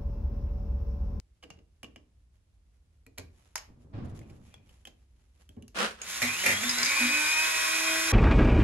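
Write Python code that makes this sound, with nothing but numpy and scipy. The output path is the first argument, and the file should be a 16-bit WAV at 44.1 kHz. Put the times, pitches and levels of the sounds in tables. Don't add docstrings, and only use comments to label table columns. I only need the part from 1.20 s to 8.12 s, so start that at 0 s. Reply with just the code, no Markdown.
import sys
import numpy as np
from scipy import signal
from scipy.fft import rfft, irfft
from scipy.io import wavfile

SR = 44100
rng = np.random.default_rng(int(sys.argv[2]) if len(sys.argv) > 2 else 0)


def dump_mix(stems):
    frames = np.atleast_2d(stems).T
    limited = np.clip(frames, -1, 1)
    pcm = np.round(limited * 32767).astype(np.int16)
    wavfile.write(sys.argv[1], SR, pcm)


N = 305172
T = np.arange(N) / SR

# (time [s], tick [dB], ring [dB], ring pitch [Hz], thud [dB], contact [s], tick treble [dB])
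PICKS = [(0.226,-41.5,-59,3040,-58,0.0084,-15.5), (0.238,-41,-48.5,2920,-41.5,0.0014,-17),
         (0.303,-30,-44.5,2840,-42.5,0.0013,-22), (0.373,-61,-68,2870,-49.5,.002,-7),
         (0.388,-52,-66,2880,-56,0.0024,-14), (0.6307,-32.5,-38.5,2936,-38,0.0018,0.5),
         (0.644,-38,-43,2930,-71,0.0022,-10), (0.76,-36.5,-47,2940,-47,0.0015,-29),
         (1.865,-48.5,-53,2440,-45.5,0.001,10), (1.977,-32,-49,2370,-63,0.0072,-4),
         (1.9823,-32.5,-42.5,2420,-33.5,0.0014,13), (1.996,-33.5,-63,2380,-57,0.00091,3),
         (2.3567,-16,-52,2250,-71,0.00057,5.5), (2.3784,-29,-44.5,2300,-53.5,0.0015,6),
         (2.991,-43,-61,2420,-44,.001,6), (3.015,-53,-61,2130,-52,0.00087,-3),
         (3.097,-48.5,-65,2410,-64,0.006,-5), (3.341,-35.5,-47.5,3370,-53,0.00065,1),
         (3.492,-52,-60,3130,-71,0.0018,4), (3.6528,-32,-43.5,3180,-51,0.00013,7),
         (3.671,-37.5,-47,3270,-46.5,0.0036,2), (4.291,-57.5,-56,3220,-48,0.00069,22),
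         (4.365,-61,-72,2980,-36,.002,0), (4.424,-56.5,-57,2930,-44,0.00073,19.5),
         (4.4806,-52,-61,2840,-80,0.00032,22.5)]
# (ratio to ring pitch [-], level [dB], t60 [s])
IRON_MODES = [(0.432,-23.5,0.095), (.57,-9,0.012), (.68,-11,0.011), (0.801,-9.5,0.043), (.89,-4,0.0055),
              (.965,4,0.023), (1.004,2,0.032), (1.07,-3.5,0.011), (1.45,-29,.016), (1.668,-21,0.025),
              (2.38,-29,0.022)]
# (time [s], level [dB], pitch [Hz])
CLICKS = [(4.817, -21.5, 6720), (4.8266, -42, 3900), (5.0266, -18, 4040), (5.494, -11, 5090),
          (5.585, -16.5, 5050), (5.6311, -10.5, 4980), (5.648, -16, 6070), (5.66, -13.5, 4920)]
SWITCH_ON_S = CLICKS[0][0]


def amp(db):
    return 10 ** (np.asarray(db) / 20)


def unit_rms(x):
    return x / np.sqrt(np.mean(x ** 2) + 1e-20)


def noise(count=N):
    return rng.standard_normal(count)


def at_hz(points, hz):
    f, value = np.transpose(points)
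    return np.interp(np.log(hz + 1), np.log(f + 1), value)


def curve(points):
    return np.interp(T, *np.transpose(points))


def add(mix, start_s, sound):
    part = mix[max(round(start_s * SR), 0):][:len(sound)]
    part += sound[:len(part)]


def colour(x, spectrum, size=4096):
    log_gain = np.log(amp(at_hz(spectrum, abs(np.fft.fftfreq(size, 1 / SR)))))
    taps = np.fft.ifft(np.exp(np.conj(signal.hilbert(log_gain)))).real[:size // 2]
    return signal.oaconvolve(x, taps / np.linalg.norm(taps))[:len(x)]


def resonate(x, modes):
    t = np.arange(SR // 4) / SR
    taps = sum(amp(db) * unit_rms(np.exp(-np.pi * width_hz * t) * np.cos(2 * np.pi * hz * t))
               for hz, width_hz, db in modes)
    return signal.oaconvolve(x, taps / np.linalg.norm(taps))[:len(x)]


def drift(knots_per_s):
    knots = noise(2048)
    return np.interp(T * knots_per_s, np.arange(len(knots)), knots)


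def grains(per_s, spread_db):
    hits = rng.random(N) < per_s / SR
    return unit_rms(hits * noise() * amp(spread_db * np.minimum(rng.exponential(1, N), 4)))


def push(start_s, rise_s, hold_s, fade_db_per_s):
    t = T - start_s
    return np.clip(t / rise_s, 0, 1) * amp(-fade_db_per_s * np.maximum(t - hold_s, 0))


def swells(strokes):
    envelope = np.zeros(N)
    for start_s, length_s, db in strokes:
        add(envelope, start_s, amp(db) * np.hanning(int(length_s * SR)))
    return envelope


def soft_step(x, edge, width):
    return .5 + .5 * np.tanh((x - edge) / width)


def speed_gain(speed_hz, power, fade_in_s=0.084):
    return np.clip((T - SWITCH_ON_S) / fade_in_s, 0, 1) * (speed_hz / speed_hz.max()) ** power


def stereo(direct, left, right, wet_db):
    # (frequency [Hz], left lag [rad], left minus right [dB])
    mic_differences = [(100, 0.5, 0), (650, 1.53, 0.5), (926, 1.77, -4), (1400, 1, -0.5),
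                       (2240, 0.18, -2.7), (2920, 1.13, -0.5), (3700, 1.35, -0.5), (4300, 1.4, 6),
                       (5300, 3.5, 7.5), (6000, 4, 2), (6520, 4.5, -4), (8100, 8, 9.5), (8770, 8.5, -0.5),
                       (9290, 8, -10.5), (9930, 12, 1), (10800, 13.5, 0), (12860, 13, 3), (16000, 17, -9)]
    hz = np.fft.rfftfreq(N, 1 / SR)
    coherence = np.exp(-(hz / 520) ** 2)
    right = irfft(coherence * rfft(left) + np.sqrt(1 - coherence ** 2) * rfft(right), N)
    lag_rad = at_hz([(f, rad) for f, rad, _ in mic_differences], hz)
    lean = amp(at_hz([(f, db) for f, _, db in mic_differences], hz))
    response = np.array([lean * np.exp(-1j * lag_rad), np.ones(len(hz))]) * np.sqrt(2 / (1 + lean ** 2))
    near = irfft(rfft(direct) * response, N)
    return (near + amp(wet_db) * np.array([left, right])) / np.sqrt(1 + amp(wet_db) ** 2)


def diffuse(source, wet_db):
    return stereo(source(), source(), source(), wet_db)


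def in_room(x, wet_db, patterns=3):
    # (frequency [Hz], t60 [s])
    decay = [(100, 0.51), (500, 0.36), (2000, 0.32), (6000, 0.21), (15000, 0.0067)]
    shape = (patterns, 2, SR // 3)
    taps = rng.standard_normal(shape) * (rng.random(shape) < .12)
    hz, t, spectra = signal.stft(taps, SR, nperseg=256)
    early = 1 + 2 * np.exp(-t / 0.0048)
    tails = signal.istft(spectra * early * amp(-60 * t / at_hz(decay, hz)[:, None]), SR, nperseg=256)[1]
    tails[..., :SR // 700] = 0
    tails /= np.linalg.norm(tails, axis=-1, keepdims=True)
    share = np.sqrt(2 / patterns) * np.cos(np.pi * (T * 0.6076 + np.arange(patterns)[:, None] / patterns))
    wet = signal.oaconvolve((x * share)[:, None], tails, axes=2).sum(0)[:, :N]
    return stereo(x, *wet, wet_db)


def room_tone(level_db=-62):
    # (frequency [Hz], density [dB])
    spectrum = [(15, -70), (30, -13), (62, 3), (100, -11.5), (140, -20.5), (370, -31.5), (650, -37),
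                (1100, -41), (5500, -45), (11000, -48.5), (15000, -73)]
    return diffuse(lambda: colour(noise(), spectrum), wet_db=28) * amp(level_db + 0.27 * drift(1))


def rubbing(rest_db=-87, stroke_gain_db=1):
    # (start [s], length [s], level [dB])
    strokes = [(0.188, 0.2, -83), (2.04, 0.41, -71.5), (2.582, 0.088, -73), (2.839, 0.034, -61.5),
               (2.867, 0.072, -67), (2.935, 0.063, -57), (2.972, 0.079, -62.5), (2.997, 0.3, -73.5),
               (3.189, 0.17, -65), (3.39, 0.29, -66.5), (4.19, 0.049, -70.5), (1.112, 0.076, -81),
               (1.48, 0.11, -85.5), (3.817, 0.62, -79)]
    # (frequency [Hz], density [dB])
    rasp = [(300, 4.5), (1500, -3), (3000, -3), (4500, -8), (7000, -5.5), (9000, -14), (11000, -5),
            (13000, -28.5), (16000, -33)]
    pressure = amp(rest_db + 3 * drift(22.98)) + amp(stroke_gain_db) * swells(strokes)
    pressure *= amp(2.5 * drift(24.27))
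    return pressure * diffuse(lambda: colour(grains(1800, 0.98), rasp), wet_db=6)


def blade_picks(tick_gain_db=-2, ring_gain_db=1, thud_gain_db=-1, spot_db=1.5, boom_hz=82):
    # (frequency [Hz], density [dB])
    tick_spectrum = [(200, -22.5), (600, 8.5), (1000, 4.5), (1500, 0), (2300, 3.5), (3500, -1.5),
                     (6500, -1.5), (9000, -8), (12000, -4.5), (16000, -59)]
    thud_spectrum = [(30, -19), (80, -1), (250, 0.5), (450, -6.5), (800, -21), (2000, -37), (6000, -66)]
    ticks, rings, thuds = np.zeros((3, N))
    t = np.arange(SR // 4) / SR
    highpass = signal.butter(1, 5000, "high", fs=SR)
    blow = np.exp(-t / 0.0094) * (1 - np.exp(-t / 0.0048))
    boom = np.sin(2 * np.pi * boom_hz * t) * np.exp(-t / 0.027) * (1 - np.exp(-t / 0.034))
    for start_s, tick_db, ring_db, ring_hz, thud_db, contact_s, treble_db in PICKS:
        slip = np.exp(-t / contact_s) + 0.016 * np.exp(-t / 0.044)
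        slip *= (1 - np.exp(-t / (0.46 * contact_s))) * np.sign(noise(len(t)))
        tick = slip + (amp(treble_db) - 1) * signal.lfilter(*highpass, slip)
        add(ticks, start_s, amp(tick_db + tick_gain_db) * tick)
        ring = sum(amp(db + spot_db * rng.normal() - 60 * t / t60_s)
                   * np.sin(2 * np.pi * (ring_hz * ratio * t + rng.random()))
                   for ratio, db, t60_s in IRON_MODES)
        add(rings, start_s, amp(ring_db + ring_gain_db) * ring * (1 - np.exp(-t / 0.00036)))
        thud = unit_rms(colour(noise(len(t)) * blow, thud_spectrum)) * np.sqrt(np.mean(blow ** 2))
        add(thuds, start_s, amp(thud_db + thud_gain_db) * (thud + amp(-5) * boom))
    ticks = colour(ticks, tick_spectrum)
    return in_room(ticks, wet_db=-7) + in_room(rings, wet_db=-12.5) + in_room(thuds, wet_db=1.5)


def blade_twang(peak_db=-8, slope_db_per_db=1.8):
    # (frequency [Hz], width [Hz], level [dB])
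    modes = [(4930, 290, -18), (5400, 560, 1), (6460, 140, -0.5)]
    snaps = np.zeros(N)
    hardest_db = max(pick[1] for pick in PICKS)
    for start_s, tick_db, *_ in PICKS:
        add(snaps, start_s, amp([peak_db + slope_db_per_db * (tick_db - hardest_db)]))
    return in_room(resonate(snaps, modes), wet_db=1)


def casting_shoves(gain_db=-2.5, uneven_db=2.5):
    # (start [s], hold [s], level [dB])
    shoves = [(2.465, 0.055, -50.6), (2.626, 0.046, -57.4), (2.722, 0.09, -36.4)]
    # (frequency [Hz], density [dB])
    spectrum = [(24, -10), (40, -15), (93, 1.5), (167, -11), (234, -7), (344, -16.5), (912, -29),
                (1200, -33.5), (4070, -63), (6410, -58), (9000, -67), (11700, -85), (19800, -120)]
    force = sum(amp(db) * push(start_s, 0.035, hold_s, fade_db_per_s=39) for start_s, hold_s, db in shoves)
    rumble = diffuse(lambda: colour(grains(2500, 2.6), spectrum), wet_db=7.5)
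    return rumble * force * amp(gain_db + uneven_db * drift(25.23))


def sleeve_scuff(level_db=-58.5):
    # (frequency [Hz], density [dB])
    spectrum = [(200, -14), (1200, 4), (2500, -3), (5200, -12), (6500, -28), (12000, -43)]
    envelope = push(start_s=2.729, rise_s=0.012, hold_s=0.068, fade_db_per_s=80)
    return diffuse(lambda: colour(grains(4000, 1.5), spectrum), wet_db=8) * envelope * amp(level_db)


def gasket_crumbs(ring_hz=2450, crumbs_per_s=450):
    # (start [s], length [s], level [dB])
    strokes = [(2.954, 0.16, -74), (3.196, 0.29, -71.5)]
    modes = [(ratio * ring_hz, 2.2 / t60_s, db) for ratio, db, t60_s in IRON_MODES]
    return in_room(resonate(grains(crumbs_per_s, 2.6) * swells(strokes), modes), wet_db=3)


def tool_drag(gain_db=1.5):
    # (start [s], hold [s], level [dB])
    slides = [(4.543, 0.097, -28), (4.77, 0.074, -49)]
    # (frequency [Hz], density [dB])
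    spectrum = [(59, -52), (100, -31.5), (217, 5), (262, -13.5), (462, 0), (885, -4.5), (1530, 3),
                (1960, -6), (2630, -3.5), (11200, -21), (12400, -32), (13200, -34), (15000, -37)]
    force = sum(amp(db) * push(start_s, 0.068, hold_s, fade_db_per_s=220) for start_s, hold_s, db in slides)
    return diffuse(lambda: colour(grains(6000, 2.3), spectrum), wet_db=14) * force * amp(gain_db)


def case_clicks(gain_db=14, cutoff_hz=8000):
    # (ratio to click pitch [-], width [Hz], level [dB])
    case_modes = [(.42, 613, 4), (.8, 500, 0), (1, 225, 15), (1.25, 350, 9.5)]
    clicks, snap = np.zeros(N), signal.unit_impulse(SR // 20)
    for start_s, click_db, pitch_hz in CLICKS:
        modes = [(ratio * pitch_hz, width_hz, db) for ratio, width_hz, db in case_modes]
        add(clicks, start_s, amp(click_db + gain_db) * resonate(snap, modes))
    return in_room(signal.lfilter(*signal.butter(2, cutoff_hz, fs=SR), clicks), wet_db=-1)


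def shaft_motion(kick_hz=70, surge_hz=120):
    # (time [s], shaft speed [Hz])
    run_up = [(5.0, 120), (5.1, 150), (5.2, 184), (5.24, 195), (5.32, 197), (5.4, 209), (5.5, 231),
              (5.7, 280), (5.8, 298), (5.87, 294), (6, 302), (6.15, 311.3), (6.3, 318.6), (6.92, 326.2)]
    speed_hz = curve([(SWITCH_ON_S, kick_hz), *run_up])
    angle_rad = 2 * np.pi * np.cumsum(speed_hz * (1 + 0.0013 * drift(45))) / SR
    surge = unit_rms(np.exp(1.8 * np.cos(2 * np.pi * surge_hz * T)))
    return speed_hz, angle_rad, surge


def shaft_whirr(speed_hz, angle_rad, weak_order_db=-59):
    # (time [s], level [dB])
    hum_levels = [(5.0, -70), (5.45, -45), (5.72, -55.5), (5.85, -45), (6.0, -41), (6.12, -54.5),
                  (6.25, -47.5), (6.38, -57.5), (6.5, -48.5), (6.6, -42.5), (6.9, -43)]
    octave_levels = [(5.0, -62), (5.7, -56), (6.0, -51.5), (6.55, -50.5), (6.75, -38.5), (6.85, -50)]
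    strong_orders = (3, 4, 5, 6, 7, 10, 11, 15, 17, 18, 21, 22, 26, 27, 31, 32)
    strong_db = [-50, -50, -47, -44, -47, -47, -51, -50, -50, -48, -52, -53, -52, -52, -54, -53]
    # (frequency [Hz], width [Hz], lift [dB])
    shell_modes = [(938, 47, 6), (1523, 66, 11.5), (5600, 400, 6.5), (8100, 820, 6), (9710, 270, 10.5)]
    hum = sum(amp(curve(levels) + 1.7 * drift(18)) * np.cos(order * angle_rad)
              for order, levels in enumerate((hum_levels, octave_levels), 1))
    order_db = dict.fromkeys(range(3, 40), weak_order_db) | dict(zip(strong_orders, strong_db))
    whirr = np.zeros(N)
    for order, db in order_db.items():
        lift_db = sum(peak_db / (1 + (2 * (order * speed_hz - hz) / width_hz) ** 2)
                      for hz, width_hz, peak_db in shell_modes)
        flutter_rad = 0.0067 * order * drift(90) + rng.uniform(0, 2 * np.pi)
        waver_db = -1.5 * order / (order + 2) * drift(22)
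        whirr += amp(db + lift_db + waver_db) * np.cos(order * angle_rad + flutter_rad)
    return np.sqrt(2) * (hum * speed_gain(speed_hz, power=0.41) + whirr * speed_gain(speed_hz, power=2.05))


def motor(speed_hz, angle_rad, surge, slots=8, whine_db=-20, whistle_db=-40, split_hz=2447):
    # (frequency [Hz], width [Hz], level [dB])
    modes = [(2190, 120, -20.5), (2494, 62, 4.5)]
    # (time [s], level [dB])
    swell = [(5.55, 5), (5.7, 5), (5.81, -0.5), (5.87, -4.5), (5.96, 3.5), (6.05, -2), (6.1, 1),
             (6.155, -7.5), (6.2, -2), (6.3, -0.5), (6.5, 1), (6.66, 2), (6.76, -3), (6.83, -6)]
    current = 1 - 0.948 * soft_step(speed_hz, edge=323, width=9.9)
    octave = np.cos(2 * slots * angle_rad)
    buzz = surge * (np.cos(slots * angle_rad) + amp(-3) * octave)
    whine = sum((-1) ** k * amp(db) * signal.lfilter(*signal.iirpeak(hz, hz / width_hz, SR), buzz)
                for k, (hz, width_hz, db) in enumerate(modes))
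    whine = signal.sosfilt(signal.butter(16, split_hz, fs=SR, output="sos"), whine)
    whine *= speed_gain(speed_hz, power=1.1) * current ** 0.67
    whine *= amp(whine_db + curve(swell) + 1.5 * drift(60))
    whistle = amp(whistle_db) * octave * speed_gain(speed_hz, power=-0.27) * current
    whistle *= (0.88 + 0.12 * surge) * amp(3.1 * drift(35))
    whistle *= 1 + 0.6 * drift(260)
    whistle = signal.sosfilt(signal.butter(8, split_hz, "high", fs=SR, output="sos"), whistle)
    return in_room(shaft_whirr(speed_hz, angle_rad) + whistle, wet_db=-13) + in_room(whine, wet_db=-7)


def fan_air(speed_hz, angle_rad, level_db=-31, ripple=0.14):
    # (frequency [Hz], density [dB])
    spectrum = [(20, -42), (90, -59), (170, -41), (300, -16.5), (520, -18), (800, -13), (1200, -8),
                (2500, -2.5), (2900, -7), (3700, -4.5), (4400, -9.5), (5400, -5.5), (5900, -8),
                (6200, -5.5), (6800, -5), (8100, -11.5), (9400, -9), (10600, -13.5), (11200, -9.5),
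                (12300, -18.5), (12900, -20.5), (15500, -27.5)]
    air = diffuse(lambda: colour(noise() * (1 + ripple * np.cos(angle_rad)), spectrum), wet_db=-3)
    return air * speed_gain(speed_hz, power=0.58) * amp(level_db + 0.98 * drift(50))


def bearing_chatter(speed_hz, surge, level_db=-36, critical_hz=254, calm_db=-10):
    # (frequency [Hz], width [Hz], level [dB])
    modes = [(1094.5, 35, 25), (1534, 190, 28.5), (1765, 130, 21), (2023, 140, 25.5), (2310, 40, -13),
             (3833, 41, 24.5)]
    knocks = grains(7000, 4.5) * (0.06 + 0.94 * surge)
    calm = 1 - soft_step(speed_hz, critical_hz, width=3.3)
    gain = speed_gain(speed_hz, power=0.38) * amp(level_db + calm_db * calm + drift(30))
    return in_room(resonate(knocks, modes) * gain, wet_db=0.5)


def bench_rattle(angle_rad, rattle_gain_db=-2, drum_hz=244, drum_t60_s=0.22):
    # (start [s], length [s], rattle [dB], drumming [dB])
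    contacts = [(5.016, 0.044, -27.5, -32.5), (5.236, 0.02, -30, -42), (5.257, 0.085, -27, -46),
                (5.41, 0.035, -55, -48), (5.425, 0.066, -39, -35.5), (5.573, 0.06, -36, -43),
                (5.798, 0.066, -35.5, -30)]
    # (time [s], level [dB])
    knocks = [(5.0265, -4.5), (5.261, 3), (5.2647, 0.5), (5.433, -10)]
    # (frequency [Hz], density [dB])
    spectrum = [(50, -52), (90, -2), (150, -12.5), (300, -14.5), (700, -7.5), (1300, -13.5), (1700, -5.5),
                (2030, 5.5), (2380, 0), (3200, -17.5), (6000, -12.5), (12000, -16), (16000, -35)]
    hop_force, drum_force = np.zeros((2, N))
    for start_s, length_s, rattle_db, drum_db in contacts:
        pressure = signal.windows.tukey(int(length_s * SR), .1)
        settling = np.geomspace(1.4, .6, len(pressure))
        add(hop_force, start_s, amp(rattle_db + rattle_gain_db) * pressure * settling)
        add(drum_force, start_s, amp(drum_db) * pressure)
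    turns = angle_rad / (2 * np.pi) + .07 * drift(200)
    new_turn = np.diff(np.floor(turns), prepend=0) > 0
    hops = hop_force * unit_rms(new_turn * np.sign(noise()) * amp(2 * noise()))
    for start_s, db in knocks:
        add(hops, start_s, amp([db]))
    pole = amp(-60 / (drum_t60_s * SR))
    drum_envelope = signal.lfilter([1 - pole], [1, -pole], drum_force * amp(2 * drift(70)))
    drum = drum_envelope * np.sqrt(2) * np.sin(2 * np.pi * drum_hz * T)
    return in_room(colour(hops, spectrum), wet_db=2) + drum


def scene():
    speed_hz, angle_rad, surge = shaft_motion()
    tool = motor(speed_hz, angle_rad, surge) + fan_air(speed_hz, angle_rad)
    tool += bearing_chatter(speed_hz, surge) + bench_rattle(angle_rad) + case_clicks()
    handwork = blade_picks() + gasket_crumbs() + sleeve_scuff() + casting_shoves() + tool_drag() + rubbing()
    balance = amp([[-.4], [.4]])
    return (tool + handwork + room_tone() + blade_twang()) * balance


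def record(dry, cutoff_hz=15900):
    taps = signal.firwin(511, cutoff_hz, window=("kaiser", 9), fs=SR)
    return signal.oaconvolve(dry, taps[None], "same")


dry = scene()
out = record(dry)
dump_mix(out)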